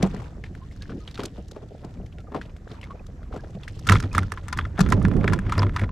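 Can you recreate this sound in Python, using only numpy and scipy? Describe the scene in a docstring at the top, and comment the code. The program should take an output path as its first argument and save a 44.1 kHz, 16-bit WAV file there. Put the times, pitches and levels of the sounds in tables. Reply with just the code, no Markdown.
"""A fish is unhooked on a small boat at sea: wet ticks (ringing noise scratches), rustles (clumped grains),
gurgles (gliding tones) and thuds (hull modes struck by clicks).
From about 3.8 s it thrashes in a plastic basket: sharp slaps ring the wall modes, the deck drums at one low pitch.
Throughout, filtered noise makes the sea wash below and low shudders roll through the hull.
Near the end the stereo image closes to the middle."""
import sys
import numpy as np
from scipy import signal
from scipy.io import wavfile

SR = 44100
rng = np.random.default_rng(int(sys.argv[2]) if len(sys.argv) > 2 else 0)


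def how_loud(loudness_db):
    """Turn decibels into a plain amplitude multiplier (0 dB gives 1, 20 dB gives 10)."""
    steps = np.asarray(loudness_db, float) / 20
    return 10 ** steps


def transcribe(signal):
    """Save signal, clipped to [-1, 1], as a 16-bit WAV file at the path in sys.argv[1]."""
    frames = np.atleast_2d(signal).T
    limited = np.clip(frames, -1, 1)
    pcm = np.round(limited * 32767).astype(np.int16)
    wavfile.write(sys.argv[1], SR, pcm)


N = 260631

# Levels are relative; pan and lean: left over right.
# Tail and body on the basket wall: start_s, level_db, struck_spot_hz, wet_crack_db
SLAPS = [(3.7915, -48, 1230, -40), (3.871, -21, 2000, -22), (3.8887, -6, 2470, -31),
         (3.8957, -13, 1600, -18), (3.92, -8, 1220, -11.5), (3.9547, -16.5, 1330, -40),
         (3.9648, -18.5, 2480, -41), (4.0007, -28, 1560, -27), (4.0256, -31, 1650, -40.5),
         (4.0372, -27.5, 1740, -55), (4.1284, -42.5, 1620, -34.5), (4.1485, -16, 1420, -22.5),
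         (4.1797, -9, 1140, -24.5), (4.23, -30.5, 1440, -41), (4.3195, -25.5, 1800, -33),
         (4.3742, -28, 1560, -67), (4.4829, -28, 1560, -35), (4.5268, -16, 930, -29.5),
         (4.5737, -27, 1770, -29), (4.588, -16, 1890, -66), (4.6516, -29, 1590, -57),
         (4.782, -22.5, 1360, -56), (4.7912, -19.5, 1370, -27.5), (4.8057, -13, 1250, -19),
         (4.863, -20.5, 1840, -61), (4.8882, -26.5, 1520, -40), (4.9012, -42, 1830, -34.5),
         (4.9223, -13, 1130, -24), (5.026, -63, 1350, -39), (4.996, -53, 1200, -53),
         (5.0163, -32, 1350, -69), (5.0509, -19.5, 1580, -48), (5.0824, -34, 1270, -41),
         (5.114, -28.5, 1010, -57), (5.136, -35, 1760, -48), (5.165, -34.5, 1360, -47.5),
         (5.211, -29, 1400, -73), (5.2422, -23.5, 1250, -71), (5.2776, -15, 1900, -32.5),
         (5.2982, -28.5, 1350, -48), (5.3227, -26, 1240, -43), (5.3331, -16.5, 1320, -27.5),
         (5.3899, -26.5, 1430, -42.5), (5.464, -30, 870, -70), (5.4957, -27, 1620, -42),
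         (5.5223, -13.5, 1160, -30), (5.5547, -28, 1320, -61), (5.5789, -19, 1270, -37),
         (5.5947, -23, 1140, -38.5), (5.62, -22, 990, -42), (5.6308, -15.5, 1270, -71),
         (5.6667, -34, 1670, -75), (5.694, -32, 1740, -66), (5.762, -15.5, 1150, -33.5),
         (5.7846, -30, 1740, -54), (5.795, -23, 1960, -41), (5.814, -26, 1910, -49),
         (5.8349, -28.5, 1240, -75), (5.8908, -36, 1360, -88)]
# Modes of the basket wall: mode_hz, level_db, t60_s
BASKET_MODES = [(1010, 0.5, 0.043), (1130, 3, 0.0079), (1270, 7, 0.013), (1383, -5, 0.05),
                (1620, -0.5, 0.0095), (1740, -3.5, 0.025), (1970, 9.5, 0.0031), (2770, -10, 0.016),
                (3420, 1.5, 0.0086)]
# Blows carried by the boat: start_s, knock_db, body_db
THUDS = [(0.028, -1.5, -4), (0.044, -15, -20), (0.139, -25, -23), (0.379, -29.5, -33), (0.505, -36, -22.5),
         (0.803, -57, -26), (0.923, -37, -57), (1.191, -15, -36), (1.238, -16, -53), (1.38, -25, -29),
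         (1.562, -23.5, -61), (1.626, -28.5, -55), (1.843, -20.5, -24.5), (1.999, -26.5, -28),
         (2.318, -22, -52), (2.347, -14, -59), (2.358, -16, -24.5), (2.713, -25.5, -42),
         (3.088, -32.5, -41), (3.336, -18, -45), (3.361, -21.5, -28.5), (3.441, -31, -53),
         (3.548, -30, -19.5), (3.871, -28, -45), (3.896, -20, -8), (3.919, -20, -22), (4.039, -25.5, -42),
         (4.15, -22, -21), (4.18, -30, -15.5), (4.788, -8.5, -13), (4.805, -23, -1.5), (4.891, -42, -17),
         (4.912, -13.5, -15), (4.977, -21, -6), (5.045, -36, -9), (5.12, -37, -44), (5.205, -30, -37),
         (5.242, -13.5, -16.5), (5.28, -25.5, -25), (5.388, -47, -14), (5.579, -11.5, -35),
         (5.633, -38, -46), (5.818, -19, -52)]
# Modes of the hull: mode_hz, level_db, t60_s
HULL_MODES = [(146, -5.5, 0.1), (192.5, -3, 0.13), (242, -8, 0.051), (329, -16, 0.13), (409, -10, 0.085),
              (583, -8.5, 0.018), (727, -12.5, 0.033)]
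# Wet skin, line and hook in the hands: start_s, level_db, pitch_hz, hiss_db
TICKS = [(0.026, -19, 2220, -13.5), (0.0373, -32.5, 1020, -43), (0.0617, -37, 840, -40),
         (0.1452, -37.5, 860, -42), (0.1628, -34, 1730, -35), (0.2188, -40.5, 890, -46),
         (0.439, -27.5, 1970, -70), (0.461, -39, 2050, -67), (0.55, -36, 1730, -41),
         (0.7126, -41.5, 1930, -38), (0.761, -47, 1410, -37), (0.8209, -29.5, 4370, -30),
         (0.8557, -39, 1700, -61), (0.895, -31.5, 1290, -64), (0.9172, -36.5, 1370, -73),
         (1.0767, -27, 3520, -55), (1.111, -39, 4300, -32.5), (1.1437, -34, 3920, -32),
         (1.155, -31.5, 3740, -45), (1.177, -28.5, 1300, -31.5), (1.1942, -24.5, 1120, -34),
         (1.203, -28, 3220, -47), (1.2333, -28, 1430, -17), (1.2534, -31.5, 4550, -14.5),
         (1.4802, -68, 4800, -32), (1.5114, -41, 1370, -33), (1.5617, -37.5, 1010, -45),
         (1.6264, -45.5, 1100, -71), (1.8456, -40, 1010, -40), (1.972, -51, 2180, -55),
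         (2.061, -45, 2580, -38.5), (2.125, -45, 2870, -54), (2.184, -38.5, 2400, -49),
         (2.203, -48, 3200, -38), (2.319, -40, 1010, -61), (2.3457, -26.5, 920, -39),
         (2.3596, -30.5, 980, -51), (2.4137, -24.5, 1680, -71), (2.455, -41, 3000, -45),
         (2.495, -44.5, 2480, -64), (2.5646, -42, 1780, -39.5), (2.676, -34.5, 1630, -69),
         (2.715, -37, 3700, -42), (2.742, -44, 1400, -60), (2.813, -35, 2600, -32),
         (2.83, -32.5, 2270, -51), (2.8398, -36.5, 2180, -40), (2.869, -42, 1140, -69),
         (2.906, -35.5, 1140, -56), (3.0647, -46, 1170, -34), (3.23, -41, 1400, -50),
         (3.326, -31, 1200, -68), (3.3398, -42, 910, -45.5), (3.362, -33.5, 1220, -33.5),
         (3.4434, -40.5, 1580, -70), (3.6334, -31.5, 3200, -34.5), (3.679, -27, 1840, -28.5),
         (3.696, -45, 2160, -42)]
# Dull ticks come from the left: pitch_hz, pan_db
TICK_PAN = [(850, 26), (1100, 8.5), (1800, 7), (4000, -2)]
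# Deck drumming under the basket as the body rolls: full_level_s (the rise leads up to it), level_db, hold_s
DECK_BOOMS = [(3.906, -6.5, 0.037), (4.047, -13, 0.004), (4.161, -17, 0.062), (4.328, -28, 0.0046),
              (4.44, -36, 0.075), (4.577, -23.5, 0.034), (4.656, -30.5, 0.045), (4.944, -11.5, 0.013),
              (5.11, -39, 0.0058), (5.194, -21, 0.12), (5.309, -17, 0.028), (5.466, -20, 0.043),
              (5.587, -11.5, 0.079), (5.755, -34, 0.003), (5.831, -11, 0.0037)]
# Rubbing of skin and cloth, then of the fish on the ribs: time_s, level_db, treble_over_level_db
RUSTLE_CURVE = [(0.0, -53.5, 0), (0.21, -45.5, -9), (0.39, -63, -7), (1.05, -60.5, 4), (1.55, -64.5, -1),
                (2.04, -60, -8.5), (2.3, -65, -22), (2.45, -56.5, -7), (2.62, -61.5, -24),
                (2.7, -51.5, -4.5), (2.88, -52, -29), (3.11, -61.5, -9), (3.3, -58, -20), (3.36, -52, -5.5),
                (3.52, -51.5, -6), (3.6, -57.5, -4), (3.68, -59.5, -3), (3.78, -62.5, 6), (4.03, -49, -4),
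                (4.5, -52, -6), (4.86, -52, -10), (5.4, -47.5, -20), (5.56, -37.5, -11), (5.69, -64, -4),
                (5.81, -37.5, -13), (5.91, -80, -23)]
# Gurgles: start_s, level_db, start_pitch_hz, end_over_start_pitch, length_s
BUBBLES = [(0.615, -44, 1013, 1.1, 0.038), (0.81, -49, 1635, 1.04, 0.042), (0.904, -48, 1336, 1.46, 0.036),
           (1.003, -50, 1240, 1.02, 0.044), (2.014, -57, 3120, 0.67, 0.01), (2.177, -52, 1440, 0.9, 0.049),
           (2.271, -48, 1250, 0.92, 0.02), (2.827, -49, 2090, 1.1, 0.038), (2.899, -35.5, 1063, 1.1, 0.036),
           (2.993, -48, 2480, 1.03, 0.0085), (3.39, -46, 1590, 1.07, 0.022),
           (3.677, -34, 1580, 1.47, 0.011), (4.114, -40.5, 2450, 1.06, 0.022),
           (5.592, -22.5, 4630, 1.25, 0.0051)]
# Low rumble, surging from about 3.8 s as the fish thrashes: time_s, level_db
RUMBLE_CURVE = [(0.0, -28), (0.1, -32), (0.3, -34), (1.8, -39), (2.01, -34), (2.3, -37.5), (3.67, -35),
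                (3.82, -32.5), (3.97, -13.5), (4.05, -34), (4.25, -22.5), (4.33, -38), (4.64, -24.5),
                (4.74, -33), (4.86, -19.5), (5.17, -17.5), (5.35, -26), (5.56, -22), (5.91, -25)]
# Low shudders of the hull: full_level_s (the rise leads up to it), level_db, hold_s,
# lean_db (the rumble takes half of it, the shudders one and a half times)
SHUDDERS = [(0.0, -27, 0.0046, 1.5), (0.18, -31, 0.006, 2.5), (0.933, -30.5, 0.005, 1.5),
            (1.234, -31.5, 0.005, 2.5), (1.97, -41, 0.0043, 3.5), (2.356, -40, 0.09, 2),
            (3.706, -48, 0.0055, -1.5), (3.966, -29, 0.013, -1), (4.244, -49, 0.005, -5),
            (4.834, -31.5, 0.13, -16.5), (4.979, -31.5, 0.067, -20.5), (5.15, -22, 0.19, -11.5),
            (5.675, -29, 0.0039, -2.2)]
# Spectrum of the background wash, with the microphone's steep step above 760 Hz:
# frequency_hz, density_db (per Hz)
WASH_SPECTRUM = [(250, -14), (400, -1.5), (760, -8), (950, -82), (1500, -10), (2600, -29), (6800, -27),
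                 (8500, -39), (15000, -37)]
# Left-right likeness of the wash: frequency_hz, likeness (0..1)
WASH_LIKENESS = [(60, 0.96), (180, 0.29), (550, 0.83), (1650, 0.28), (4970, 0.52), (15000, 0.26)]
# Stereo image closing near the end: time_s, side_db
WIDTH_CURVE = [(0.0, -1.5), (5.35, -3), (5.5, -9.5), (5.8, -16), (5.84, -33), (5.91, -40)]


def slaps(spot_width_ln_hz=0.48, uneven_db=5.5, roll_s=0.00591, touch_count=3):
    """Flesh lands in a few touches that favour wall modes near the struck spot; wet cracks and skitter surround them."""
    s, level_db, spot_hz, crack_db, pan_db = contacts()
    chance = rng.standard_normal((len(s), touch_count, len(BASKET_MODES)))
    # the first touch is on time
    delay_s = rng.random((len(s), touch_count)) * roll_s * np.arange(touch_count) / touch_count
    out = puff(train(s, how_loud(crack_db), pan_db), 0.024, 3530, 6630, alike=0.6, rise_s=0.0015)
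    out += puff(train(s, how_loud(crack_db - 0.5), pan_db + 4.5), 0.013, 4600, 10100, alike=0.61, rise_s=0.0012)
    out += puff(train(s, how_loud(level_db - 7.0), pan_db), 0.04, 960, 2120)   # loose rattle of the ribs
    out += band(train(s, how_loud(crack_db - 9.5), pan_db + 15.0), 1400, 12500)   # the skin snaps free
    # scales skitter over the ribs before and after
    skitter = skitter_round(s, level_db - 28.5)
    out += band(skitter_round(s, crack_db, before_s=0.0055, after_s=0.025), 2800, 6300)
    for k, (mode_hz, mode_db, t60_s) in enumerate(BASKET_MODES):
        near_db = np.maximum(-8.0 * (np.log(mode_hz / spot_hz) / spot_width_ln_hz) ** 2, -18.0)
        touches = 0
        for j in range(touch_count):
            gain = how_loud(level_db + mode_db + near_db - 9.5 + uneven_db * chance[:, j, k])
            sign = np.sign(chance[:, j, k - 1])
            touches = touches + train(s + delay_s[:, j], gain * sign, pan_db + chance[:, j, k - 2])
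        scatter = skitter * how_loud(mode_db) * rng.standard_normal(N)
        out += ring(touches + scatter, mode_hz, t60_s)
    # the open mesh radiates no bass
    return signal.sosfilt(signal.butter(3, 800.0, "high", fs=SR, output="sos"), out)


def contacts():
    """Each slap rebounds once, weaker on the whole, on another spot and the opposite side."""
    basket_pan_db, pan_spread_db = -1, 11.5   # a little to the right
    rebound_s, rebound_db, rebound_spread_db = (0.007, 0.031), -20.5, 7.0
    s, level_db, spot_hz, crack_db = np.transpose(SLAPS)
    wait, size, spot, side = rng.random((len(s), 4)).T * 2 - 1
    change_db = rebound_db + rebound_spread_db * size
    later_s = s + np.interp(wait, [-1, 1], rebound_s)
    pan_db = basket_pan_db + pan_spread_db * side
    first = [s, level_db, spot_hz, crack_db, pan_db]
    rebound = [later_s, level_db + change_db, spot_hz * 2 ** (spot / 2), crack_db + change_db, -pan_db]
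    return np.hstack([first, rebound])


def thuds(soft_hz=795.0, pan_spread_db=2.0):
    """Soft blows ring the hull: the two lowest modes as body, the others as knock."""
    s, knock_db, body_db = np.transpose(THUDS)
    chance = rng.standard_normal((len(s), len(HULL_MODES), 2))
    # fleshy scuffle
    out = puff(train(s, how_loud(knock_db - 6.5), 3.6), 0.062, 290, 705, alike=0.77, rise_s=0.0076)
    for k, (mode_hz, mode_db, t60_s) in enumerate(HULL_MODES):
        blow_db = body_db if k < 2 else knock_db
        strength = how_loud(blow_db + mode_db + 3.03 * chance[:, k, 0]) * (-1) ** k
        out = out + ring(train(s, strength, pan_spread_db * chance[:, k, 1]), mode_hz, t60_s)
    # fins flapping
    flutter = band(skitter_round(s, knock_db + 3.0, per_s=600.0, after_s=0.02), 550, 1360)
    soft = signal.sosfilt(signal.butter(2, soft_hz, fs=SR, output="sos"), out)
    return soft + flutter * how_loud([[2.5], [-2.5]])


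def ticks(sharpness=3.0, scratch_t60_s=0.02):
    """A short noise scratch rings one broad resonance, with hiss and crackle round it."""
    s, level_db, pitch_hz, hiss_db = np.transpose(TICKS)
    pan_db = at_hz(TICK_PAN, pitch_hz)
    out = puff(train(s, how_loud(hiss_db), pan_db), 0.008, 2800, 6950, alike=0.65, rise_s=0.0044)
    out += band(train(s + 0.0039, how_loud(hiss_db - 4.0), pan_db + 7.0), 3600, 13500)   # the snap
    out += band(skitter_round(s, level_db + 6.0, per_s=1300.0, before_s=0.001, after_s=0.014), 840, 3500)
    t = np.arange(SR // 20) / SR
    scratch = rng.standard_normal((len(s), len(t))) * how_loud(-60 * t / scratch_t60_s)
    scratch[:, 0] = 1.83   # the first grip lets go at once
    for start_s, db, hz, side_db, noise in zip(s, level_db, pitch_hz, pan_db, scratch):
        rung = band(noise, hz * (1 - 0.5 / sharpness), hz * (1 + 0.5 / sharpness))
        i = int(start_s * SR)
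        out[:, i:i + len(t)] += how_loud([[db + side_db / 2], [db - side_db / 2]]) * rung / np.abs(rung).max()
    return out


def boom(deck_hz=99.0, waver=0.045):
    """The deck drums at one low pitch that wavers slightly at random."""
    rise_db_per_s, fall_db_per_s = 750.0, 531
    level_db = swells(*np.transpose(DECK_BOOMS), rise_db_per_s, fall_db_per_s).max(axis=0)
    phase = np.cumsum(2 * np.pi * deck_hz * (1 + waver * drift(4.63)) / SR)
    judder = how_loud(-13.5) * rms_one(band(pair(0.98), 105, 346))   # boards shaking along
    return how_loud(level_db) * (np.sin(phase) + judder)


def rustle(typical_per_s=400.0, grain_db=4.0, t60_cycles=13.0, pitch_count=12):
    """Small grains ring a few cycles; each pitch has its own clumps, so patches come and go."""
    level_db, treble_db = in_time(RUSTLE_CURVE)
    sizes = how_loud(grain_db * np.minimum(rng.exponential(1, N), 4)) * pair(0.29)
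    together = drift(25.0)
    groups = [0, 0]   # lower and upper half of the pitches
    for k, hz in enumerate(np.geomspace(950, 7500, pitch_count)):
        clumping = how_loud(5.0 * together + 5.5 * drift(12.0))
        born = rng.random(N) < typical_per_s * clumping / SR
        groups[2 * k // pitch_count] += ring(born * sizes, hz, t60_cycles / hz) / np.sqrt(hz)
    return how_loud(level_db) * rms_one(groups[0]) + how_loud(level_db + treble_db) * rms_one(groups[1])


def bubbles():
    """Air pockets in water and wet flesh: soft, slightly rough tones that glide."""
    out = np.zeros(N)
    for start_s, db, hz, glide, length_s in BUBBLES:
        t = np.arange(int(length_s * SR)) / SR
        phase = 2 * np.pi * hz * (t + (glide - 1) * t * t / (2 * length_s))
        i = int(start_s * SR)
        out[i:i + len(t)] += how_loud(db) * np.sin(np.pi * np.sqrt(t / length_s)) * np.sin(phase)
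    return out * how_loud(3.5 * drift(120.0))


def shudders(lumpy_db=4.0):
    """Low noise rolls through the hull as the fish's weight shifts; it is lumpy and leans to one side."""
    rise_db_per_s, fall_db_per_s, floor_db = 214, 167, -47
    rumble_db, = in_time(RUMBLE_CURVE)
    s, level_db, hold_s, lean_db = np.transpose(SHUDDERS)
    rolls = how_loud(swells(s, level_db, hold_s, rise_db_per_s, fall_db_per_s))
    strength = rolls.sum(axis=0) + how_loud(floor_db)
    lean = how_loud(np.multiply.outer([0.5, -0.5], lean_db @ rolls / strength))
    rumble = rms_one(band(band(pair(0.97), 20.0, 113.4), 20.0, 420.0)) * how_loud(rumble_db)
    shudder = rms_one(band(band(pair(1.0), 79.4, 299), 102, 520))
    shudder = shudder * strength * how_loud(lumpy_db * (drift(19.7) - 1.5))
    rough_edge = rms_one(band(pair(0.8), 256, 730))
    shudder += rough_edge * strength * how_loud(-21.5 + lumpy_db * drift(40.0))
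    return (rumble + shudder * lean) * np.sqrt(lean)


def sea(level_db=-51, patchy_db=1.5, lapping_db=6.5):
    """Water round the hull: third-octave noise bands flicker on their own; the low ones lap in step."""
    out = 0
    edges_hz = 250 * 2 ** (np.arange(18) / 3)
    lapping = drift(40.0)
    for low_hz, high_hz in zip(edges_hz, edges_hz[1:]):
        hz = np.sqrt(low_hz * high_hz)
        flicker_db = patchy_db * drift(27.0) + lapping_db * lapping * (hz < 900)
        noise = band(pair(at_hz(WASH_LIKENESS, hz)), low_hz, high_hz)
        steep = band(noise, low_hz * 0.9, high_hz * 1.1)
        out = out + how_loud(at_hz(WASH_SPECTRUM, hz) + flicker_db) * steep
    return how_loud(level_db) * rms_one(out)


def rms_one(x):
    """Scale to rms 1."""
    return x / np.sqrt(np.mean(x ** 2) + 1e-20)


def in_time(rows):
    """Curve columns at every sample."""
    s, *columns = np.transpose(rows)
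    return [np.interp(np.arange(N) / SR, s, c) for c in columns]


def at_hz(points, hz):
    """Read a table on a log-frequency axis."""
    table_hz, values = np.transpose(points)
    return np.interp(np.log(hz), np.log(table_hz), values)


def band(x, low_hz, high_hz):
    """Band-pass."""
    return signal.sosfilt(signal.butter(2, [low_hz, high_hz], "band", fs=SR, output="sos"), x + 1e-18)


def drift(rate_hz):
    """Slow chance of spread 1: two-pole smoothed noise, computed every 40 samples."""
    r = np.exp(-80 * np.pi * rate_hz / SR)
    slow = signal.lfilter([1], [1, -2 * r, r * r], rng.standard_normal(N // 40 + 2002))[2000:]
    return np.interp(np.arange(N) / 40, np.arange(len(slow)), rms_one(slow))


def ring(clicks, hz, t60_s):
    """Two-pole resonator: a unit click starts a decaying sine of height 1."""
    r, w = how_loud(-60 / (t60_s * SR)), 2 * np.pi * hz / SR
    return signal.lfilter([0, np.sin(w)], [1, -2 * r * np.cos(w), r * r], clicks + 1e-18)


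def train(times_s, gains, pan_db=0):
    """Stereo clicks at the given moments."""
    out = np.zeros((2, N))
    at = np.minimum((np.asarray(times_s) * SR).astype(int), N - 1)
    out[:, at] = gains * how_loud(np.multiply.outer([0.5, -0.5], pan_db + np.zeros(len(at))))
    return out


def puff(clicks, t60_s, low_hz, high_hz, alike=1.0, rise_s=0.00067):
    """Each click opens a ragged noise burst that swells briefly and dies away."""
    ragged = how_loud(4.6 * drift(99.0))
    noise = rms_one(band(pair(alike), low_hz, high_hz) * ragged)
    swell = np.exp(-1 / (rise_s * SR))
    fade = how_loud(-60 / (t60_s * SR))
    return noise * signal.lfilter([1 - swell], np.poly([swell, fade]), clicks + 1e-18)


def pair(alike):
    """Two white noises that share a part."""
    mid, side = rng.standard_normal((2, N))
    alike = np.clip(alike, 0, 1)
    return np.sqrt(1 + alike) * mid + np.sqrt(1 - alike) * side * [[1], [-1]]


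def skitter_round(times_s, level_db, per_s=380.0, before_s=0.012, after_s=0.017):
    """Sparse stereo clicks that strengthen towards each moment and weaken after it."""
    blows = train(times_s, how_loud(level_db))
    lead, trail = np.exp(-1 / (before_s * SR)), np.exp(-1 / (after_s * SR))
    after = signal.lfilter([1], [1, -trail], blows)
    before = signal.lfilter([0, 1], [1, -lead], blows[:, ::-1])[:, ::-1]
    return (after + before) * (rng.random(N) < per_s / SR) * pair(0.94)


def swells(full_level_s, level_db, hold_s, rise_db_per_s, fall_db_per_s):
    """One dB envelope a row: rise up to full_level_s, hold, fall."""
    t = np.arange(N) / SR - full_level_s[:, None]
    fall_db = np.minimum(fall_db_per_s * (hold_s[:, None] - t), 0)
    return level_db[:, None] + np.minimum(rise_db_per_s * t, fall_db)


def scene():
    """All sources on the boat, in the open air."""
    return slaps() + thuds() + ticks() + boom() + rustle() + bubbles() + shudders() + sea()


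def top_cut(x):
    """Nothing passes above the cut-off."""
    return signal.sosfilt(signal.butter(12, 15710, fs=SR, output="sos"), x)


def record(dry):
    """The right channel is slightly hotter, the image narrows, the extreme top is dull, peaks are rounded."""
    left, right = dry * how_loud([[-0.4], [0.4]])
    mid, side = (left + right) / 2, (left - right) / 2
    stereo = mid + side * how_loud(in_time(WIDTH_CURVE)[0]) * [[1], [-1]]
    dull = signal.sosfilt(signal.butter(4, 14000.0, fs=SR, output="sos"), stereo)
    mix = 1.026 * np.tanh(dull / 1.45)
    return top_cut(mix)


dry = scene()
out = record(dry)
transcribe(out)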